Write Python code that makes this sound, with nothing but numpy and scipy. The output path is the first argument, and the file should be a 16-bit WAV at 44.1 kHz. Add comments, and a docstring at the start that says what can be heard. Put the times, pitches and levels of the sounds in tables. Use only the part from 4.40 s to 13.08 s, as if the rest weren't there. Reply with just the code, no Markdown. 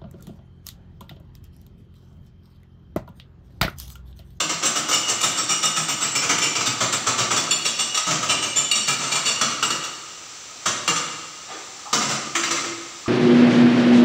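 """Chipping slag off a pipe weld

A chipping hammer pecks slag off the weld on a steel pipe that lies on a steel bench, in a bare workshop.
On slag a blow crunches (bursts of noise) and jolts pipe and bench; on bare steel it rings (tuned resonances).
Three later blows follow a pause, then the hammer slides across the bench and clatters down.
A phone hears it through the hard room (noise that dies away as echo), over a steady hiss."""
import sys
import numpy as np
from scipy import signal
from scipy.fft import rfft, irfft
from scipy.io import wavfile

SR = 44100
rng = np.random.default_rng(int(sys.argv[2]) if len(sys.argv) > 2 else 0)


def transcribe(u):
    """Save the signal u as a 16-bit wav file named by the first command-line argument.

    u: samples, shape (n,) or (channels, n), limited to [-1, 1]; the rate is SR.
    q: integer samples, one column per channel.
    """
    v = np.clip(np.atleast_2d(u).T, -1, 1)
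    q = np.round(v * 32767).astype(np.int16)
    wavfile.write(sys.argv[1], SR, q)


N = 382788
BLOW_S = 0.05  # a burst's level is its energy spread over this time


def undb(db):
    """Turn decibels into gain."""
    return 10 ** (np.asarray(db) / 20)


def seconds(length):
    """Make a time axis in seconds."""
    return np.arange(int(length * SR)) / SR


def unit(x):
    """Scale a sound so that its energy is 1."""
    return x / np.sqrt(np.sum(x ** 2) + 1e-18)


def burst(x, db):
    """Give a short sound the energy of BLOW_S seconds at that level."""
    return unit(x) * np.sqrt(BLOW_S * SR) * undb(db)


def add(out, s, x):
    """Mix x into out from time s."""
    i = int(s * SR)
    out[i:i + len(x)] += x[:N - i]


def cut(x, hz, kind, order=2):
    """Keep the lows ("low") or the highs ("high")."""
    return signal.sosfilt(signal.butter(order, hz, kind, fs=SR, output="sos"), x)


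def resonate(x, hz, width_hz):
    """Pass x through one resonance, with gain 1 at its centre."""
    return signal.lfilter(*signal.iirpeak(hz, hz / width_hz, fs=SR), x)


def resonate_twice(x, hz, width_hz):
    """Two equal resonances in a row keep less of the sound on either side."""
    return resonate(resonate(x, hz, width_hz), hz, width_hz)


def resonances(push, modes, detune=0.0053, scatter_db=4.0):
    """Drive (hz, t60_s, db) modes; grip and contact point shift each a little from blow to blow."""
    total = 0
    for hz, t60, db in modes:
        pitch_chance, level_chance = rng.standard_normal(2)
        width_hz = np.log(1000) / (np.pi * t60)  # a narrower resonance rings longer
        tone = resonate(push, hz * (1 + detune * pitch_chance), width_hz)
        total = total + burst(tone, db + scatter_db * level_chance)
    return total


def colour(x, points, size=4096):
    """Filter x through (hz, db) points, with a response that never starts before its input."""
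    hz, db = np.transpose(points)
    bins_hz = np.fft.rfftfreq(size, 1 / SR)
    gain = undb(np.interp(np.log(bins_hz + 1), np.log(hz), db))
    # folding the cepstrum (the spectrum of the log gain) puts the response after time 0
    cepstrum = irfft(np.log(gain))
    cepstrum[1:size // 2] *= 2
    cepstrum[size // 2 + 1:] = 0
    response = irfft(np.exp(rfft(cepstrum)))
    return signal.fftconvolve(x, response)[:len(x)]


def fade(t, t60):
    """A smooth decay that falls 60 dB in t60 seconds."""
    return np.exp(-np.log(1000) * t / t60)


def hiss(db=-36.0):
    """Broad steady hiss: random noise with a gently shaped spectrum."""
    # colour of the hiss: pitch_hz [Hz], gain_db [dB]
    hiss_curve = [(50, 10), (200, 0), (700, 0.5), (2000, -0.5), (4500, 3), (7500, 1.5), (10000, -0.5),
                  (15000, -2.5)]
    return colour(rng.standard_normal(N), hiss_curve) * undb(db)


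def contact(t, chatter, grit_db):
    """The chisel tip chatters through brittle slag: a swell of tiny uneven fractures."""
    grain = 16  # samples that share one random loudness
    loudness = undb(grit_db * rng.standard_normal(len(t) // grain + 1))
    grains = np.repeat(loudness, grain)[:len(t)]
    return t * np.exp(-t / chatter) * grains * rng.standard_normal(len(t))


def crunch(chatter, db, grit_db=2.5, tick_db=-17, tick_t60=0.004, clean_hit=0.013, top_hz=11000):
    """Slag breaks in a swell of noise; a sharp tick of steel on steel is weaker when the chatter is long."""
    t = seconds(0.15)
    tick = burst(fade(t, tick_t60) * rng.standard_normal(len(t)), db + tick_db)
    tick = tick * min(1, clean_hit / chatter) ** 2  # thick slag muffles the tick
    slag = burst(contact(t, chatter, grit_db), db)
    slag = cut(slag, top_hz, "low", order=1)
    return cut(slag + tick, 507, "high")


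def ring(spot, chatter, ring_db, clank_db, build=1.18, steel_db=-3):
    """The chatter drives the steel; the strike spot sets the share of each bright mode."""
    # bright modes of pipe and hammer: pitch_hz [Hz], t60_s [s], then level_db at spots 0, 1, 2, 3 [dB]
    steel = [(2353, 0.097, -17.5, -2, -9.5, -23), (2794, 0.075, -19, -9.5, -3, -6.5),
             (2875, 0.16, -7.5, -7.5, -12, -4.5), (3003, 0.12, -19.5, -8, -20, -29),
             (3455, 0.057, -15.5, -10.5, -8, -7.5), (3620, 0.11, -9, -26, -26, -16),
             (3815, 0.12, -22, -19, -6, -15), (4370, 0.046, -34, -17, -3.5, -13),
             (4450, 0.085, -17, -19, -13, -11), (5380, 0.14, -14, -7, -23, -16),
             (5596, 0.046, -11, -9.5, -7, -10), (6350, 0.12, -87, -16, -24, -25),
             (7070, 0.098, -16, -19.5, -5.5, -22), (7130, 0.06, -20, -7.5, -10.5, -11),
             (7650, 0.17, -7, -17, -9.5, -12), (8440, 0.077, -4.5, -4.5, -0.5, -6),
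             (9150, 0.075, -8.5, -12, -6, -8.5), (11650, 0.075, -3.5, -6, -0.5, -2.5),
             (12300, 0.1, -10, -15, -37, -25), (14500, 0.091, -5, -11, -14, -12),
             (15450, 0.1, -20, -20, -21, -20)]
    # lowest wall modes of the pipe, a short clank: pitch_hz [Hz], t60_s [s], level_db [dB]
    wall = [(1198, 0.056, -8.5), (1290, 0.044, -5), (1374, 0.024, -8)]
    push = contact(seconds(0.25), build * chatter, grit_db=3)
    bright = [(hz, t60, ring_db + steel_db + spot_db[spot]) for hz, t60, *spot_db in steel]
    clank = [(hz, t60, clank_db + db) for hz, t60, db in wall]
    return resonances(push, bright + clank)


def stray(chatter, ring_db, count=7, tilt_db=5.0):
    """The pipe has many more modes; each contact picks a few pings, stronger by tilt_db per octave upwards."""
    low_hz, high_hz = 3022, 14250
    t60_s, top_db = 0.078, -9.5  # top_db: level at high_hz, relative to the ring
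    push = contact(seconds(0.25), chatter, grit_db=3)
    pitches = low_hz + (high_hz - low_hz) * rng.random(count)
    levels = ring_db + top_db + tilt_db * np.log2(pitches / high_hz)
    return resonances(push, [(hz, t60_s, db) for hz, db in zip(pitches, levels)])


def mode(t, hz, t60, rise, db):
    """A pure tone that builds up while the contact lasts, then dies away."""
    swell = (1 - np.exp(-t / rise)) * fade(t, t60)
    return burst(swell * np.sin(2 * np.pi * (hz * t + rng.random())), db)


def thump(chatter, db, knock_db=-2, modes_db=-29, rattle=0.0028,
          boom_hz=130, boom_width_hz=45, boom_db=-23, boom_spread=0.16):
    """The pipe jolts the bench: a dull knock drawn out by loose tools, a boom of the frame, a few low modes."""
    # modes of the bench: pitch_hz before a random shift [Hz], t60_s [s], level_db among the modes [dB]
    bench = [(103.4, 0.51, -2), (145.5, 0.89, -4), (163, 0.12, 4), (238, 0.28, 3), (293, 0.66, 1.5),
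             (334.8, 0.59, -1)]
    t = seconds(0.3)
    push = contact(t, chatter + rattle, grit_db=1)
    knock = cut(burst(push, db + knock_db), 640, "low")
    hz = boom_hz * np.exp(boom_spread * rng.standard_normal())  # differs with every jolt
    boom = burst(resonate_twice(push, hz, boom_width_hz), db + boom_db)
    bench_top = 0
    for hz, t60, mode_db in bench:
        shifted_hz = hz * (1 + 0.068 * rng.standard_normal())
        bench_top = bench_top + mode(t, shifted_hz, t60, 0.0048, db + modes_db + mode_db)
    return knock + boom + bench_top


def strike(s, crunch_db, ring_db, chatter, jolts=True):
    """One contact, as (noisy part, ringing part); the pipe's clank and the bench's thump follow the crunch."""
    # the hammer works along the bead, then changes its angle: start_s [s], strike spot [0-3]
    spots = [(0, 0), (1.7, 1), (2.18, 0), (2.74, 3), (3.78, 1), (4.28, 2), (4.8, 3)]
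    # how strongly a knock carries into bench and pipe wall as the work moves:
    # time_s [s], thump_db and clank_db relative to the crunch [dB]
    coupling = [(0, 3, -18.5), (1.3, 3, -13), (1.8, 3.5, -16.5), (2.8, 4.5, -12), (3.35, 2, -20),
                (3.7, 6, -16), (4.7, 3, -16.5), (5.2, 2, -6), (6.501, 0, -17), (7.65, 6, -19.5),
                (7.95, -3.5, -19.5), (8.2, 3.5, -11)]
    chatter = max(chatter, 0.0025)  # shortest chatter, s
    times, thumps, clanks = np.transpose(coupling)
    spot = [spot for start, spot in spots if start <= s][-1]
    knock, tone = np.zeros((2, SR))
    add(tone, 0, ring(spot, chatter, ring_db, crunch_db + np.interp(s, times, clanks)))
    add(tone, 0, stray(chatter, ring_db))
    add(knock, 0, crunch(chatter, crunch_db))
    if jolts:
        add(knock, 0, thump(chatter, crunch_db + np.interp(s, times, thumps)))
    return knock, tone


def split(db, bare):
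    """Share a blow's energy between breaking slag and ringing steel: (crunch dB, ring dB)."""
    bare = np.clip(bare, 0.005, 0.98)  # neither part is ever quite silent
    return db + 10 * np.log10(1 - bare), db + 10 * np.log10(bare)


def hammering():
    """Full blows and glancing touches along the weld, as (noisy part, ringing part)."""
    # full blows: start_s [s], strength_db to be shared [dB], share on bare steel [0-1],
    # chatter_s of the contact, before the shortest chatter is applied [s]
    blows = [(0.002, -15.5, 0.25, 0.0021), (0.093, -18.5, 0.13, 0.0038), (0.226, -15.5, 0.14, 0.0068),
             (0.355, -16.5, 0.41, 0.0078), (0.484, -18.5, 0.36, 0.0061), (0.524, -12, 0.85, 0.009),
             (0.677, -14.5, 0.57, 0.013), (0.828, -12.5, 0.5, 0.0083), (0.969, -17.5, 0.5, 0.011),
             (1.086, -14.5, 0.68, 0.015), (1.225, -16, 0.46, 0.007), (1.361, -16, 0.47, .0085),
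             (1.481, -16.5, 0.57, 0.009), (1.6, -15.5, 0.57, 0.021), (1.75, -14.5, 0.66, 0.0059),
             (1.815, -18, .05, 0.011), (1.892, -12.5, 0.01, 0.0053), (1.981, -22, 0.7, 0.002),
             (2.013, -15.5, 0.52, 0.014), (2.152, -18, 0.17, 0.0046), (2.207, -19.5, 0, .0025),
             (2.259, -16, .36, 0.0046), (2.405, -13.5, 0, 0.0058), (2.523, -16, 0.5, 0.0058),
             (2.665, -14, 0, 0.0072), (2.777, -14, 0.06, 0.011), (2.906, -14.5, 0, 0.0055),
             (2.961, -15.5, 0.56, 0.0072), (3.107, -13, 0.94, 0.0052), (3.248, -15, 0.7, 0.0082),
             (3.386, -15.5, 0.82, 0.011), (3.665, -16.5, 0, 0.0099), (3.705, -16.5, 0, 0.006),
             (3.886, -14.5, 0.4, 0.013), (4.02, -19, 0.65, 0.011), (4.156, -17, 0.7, .013),
             (4.343, -18.5, 0.57, 0.014), (4.472, -14, 0.39, 0.01), (4.58, -19, 0.1, 0.046),
             (4.715, -18, 0.41, 0.0066), (4.848, -14.5, 0.62, 0.018), (5.011, -14, 0.09, .003),
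             (5.1, -26.5, 0.1, 0.0076), (5.225, -16, .39, .004), (5.303, -18, 0.38, 0.0019),
             (5.435, -26.5, 0.8, 0.0054), (6.257, -14, 0.02, 0.0043), (6.477, -12.5, 0.08, 0.0016),
             (6.555, -21, 0.24, 0.0081)]
    # glancing touches of the tip, too light to jolt the bench:
    # start_s [s], strength_db to be shared [dB], share on bare steel [0-1]
    glances = [(0.254, -16.5, 0.6), (0.511, -16.5, 0.17), (0.808, -19.5, 0.8), (1.251, -15.5, 0.92),
               (3.544, -19.5, 0.57), (3.572, -16.5, 0.65), (3.828, -20, 0), (4.311, -16.5, 0.91),
               (4.754, -17.5, 0.23)]
    glance_chatter_s = 0.0031
    knocks, rings = np.zeros(N), np.zeros(N)
    contacts = [(s, strike(s, *split(db, bare), chatter)) for s, db, bare, chatter in blows]
    for s, db, bare in glances:
        contacts.append((s, strike(s, *split(db, bare), glance_chatter_s, jolts=False)))
    for s, (knock, tone) in contacts:
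        add(knocks, s, knock)
        add(rings, s, tone)
    return knocks, rings


def scrapes(grit_db=4):
    """Uneven slips feed a resonance while the steel slides on the bench."""
    # slides: start_s [s], length_s [s], centre_hz [Hz],
    # width_hz, half that of each resonance [Hz], level_db over the length [dB]
    slides = [(7.081, 0.033, 805, 88.5, -36.5), (7.09, 0.11, 390, 129, -42),
              (7.079, 0.12, 1675, 1790, -38.5), (7.451, 0.033, 824, 60, -36.5),
              (7.454, 0.02, 1160, 110, -38), (8.658, 0.05, 1040, 199, -32)]
    out = np.zeros(N)
    for s, length, hz, width_hz, db in slides:
        slips = contact(seconds(0.9), length / 4, grit_db)
        scrape = burst(resonate_twice(slips, hz, 2 * width_hz), db)
        add(out, s, scrape * np.sqrt(length / BLOW_S))  # a longer slide carries more energy
    return out


def laying_down():
    """The hammer tumbles on the gritty bench and, as the grip lets go, rings with its own modes too."""
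    # tumbles: start_s [s], strength_db [dB], chatter_s before the shortest chatter is applied [s],
    # how freely the hammer rings [0-1]
    clatter = [(7.529, -11, 0.003, 0.07), (7.601, -19, 0.013, 0), (7.685, -17.5, 0.014, 0.16),
               (7.951, -15.5, 0.0039, 0.78), (8.033, -18.5, 0.0032, 0.77), (8.107, -17, 0.0041, 0.38),
               (8.155, -24, 0.015, 1), (8.238, -26.5, 0.0056, 1)]
    # modes of the loose hammer: pitch_hz [Hz], t60_s [s], level_db relative to the knock [dB]
    loose_hammer = [(336.6, 0.54, -11), (1770, .015, -10), (2114, .03, -10)]
    pipe_ring_db = -15  # bright ring of the pipe, relative to the knock
    knocks, rings = np.zeros(N), np.zeros(N)
    for s, db, chatter, free in clatter:
        knock, tone = strike(s, db, db + pipe_ring_db, chatter)
        push = contact(seconds(0.6), chatter, grit_db=3)
        own_modes = [(hz, t60, db + mode_db) for hz, t60, mode_db in loose_hammer]
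        add(knocks, s, knock)
        add(rings, s, tone)
        add(rings, s, free * resonances(push, own_modes))
    return knocks, rings


def reflections(x, t60, count=12):
    """The dense rush from bench and corner; its pattern changes as the hand-held phone moves."""
    t = seconds(0.4)
    step = N // count  # each stretch of sound gets its own echo pattern
    out = np.zeros(N)
    for start in range(0, N, step):
        echoes = rng.standard_normal(len(t)) * fade(t, t60) * (1 - np.exp(-t / 0.0027))
        add(out, start / SR, signal.fftconvolve(x[start:start + step], unit(echoes)))
    return out


def workshop(x, direct_db, early_db, late_db, early_t60=0.23, late_t60=1.196, treble_t60=0.42):
    """Direct sound, early reflections, then the tail of the whole room, whose treble dies sooner."""
    t = seconds(1.5)
    far = rng.standard_normal(len(t))
    body = cut(far, 7000, "low", order=1) * fade(t, late_t60)
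    treble = cut(far, 3500, "high", order=1) * fade(t, treble_t60)
    late = (body + treble) * (1 - np.exp(-t / 0.015))  # the tail builds up softly
    tail = signal.fftconvolve(x, unit(late))[:N]
    return undb(direct_db) * x + undb(early_db) * reflections(x, early_t60) + undb(late_db) * tail


def scene():
    """Put hammering, sliding and clatter in the room, and add the hiss."""
    knocks, rings = np.add(hammering(), laying_down())
    noisy = workshop(knocks + scrapes(), direct_db=-7.5, early_db=-3.5, late_db=-5.0)
    tonal = workshop(rings, direct_db=-4.0, early_db=-12.0, late_db=-8.5)
    return (noisy + tonal + hiss())[None]


def record(dry, drive=1.85):
    """The phone's microphone: its colour and honk, rounded peaks, and the top cut."""
    # colour of the microphone before the honk and top cut: pitch_hz [Hz], gain_db [dB]
    mic_curve = [(30, -41), (62, -16), (115, -6.5), (330, -1.5), (410, -1.5), (1000, -1.5), (1700, -2),
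                 (2200, -0.5), (5000, -2.5), (6200, 3.5), (6600, -3.5), (7300, 4.5), (8000, -5),
                 (10000, -24.5), (13500, -32), (15200, -14.5)]
    honk_hz, honk_width_hz, honk_db = 1257, 80, 6.5
    x = colour(dry[0], mic_curve)
    x = x + undb(honk_db) * resonate(x, honk_hz, honk_width_hz)
    x = np.tanh(drive * x) / drive
    top_cut = signal.ellip(10, 0.2, 70, 15600, fs=SR, output="sos")  # steep low-pass at 15600 Hz
    return signal.sosfilt(top_cut, x)[None]


dry = scene()
out = record(dry)
transcribe(out)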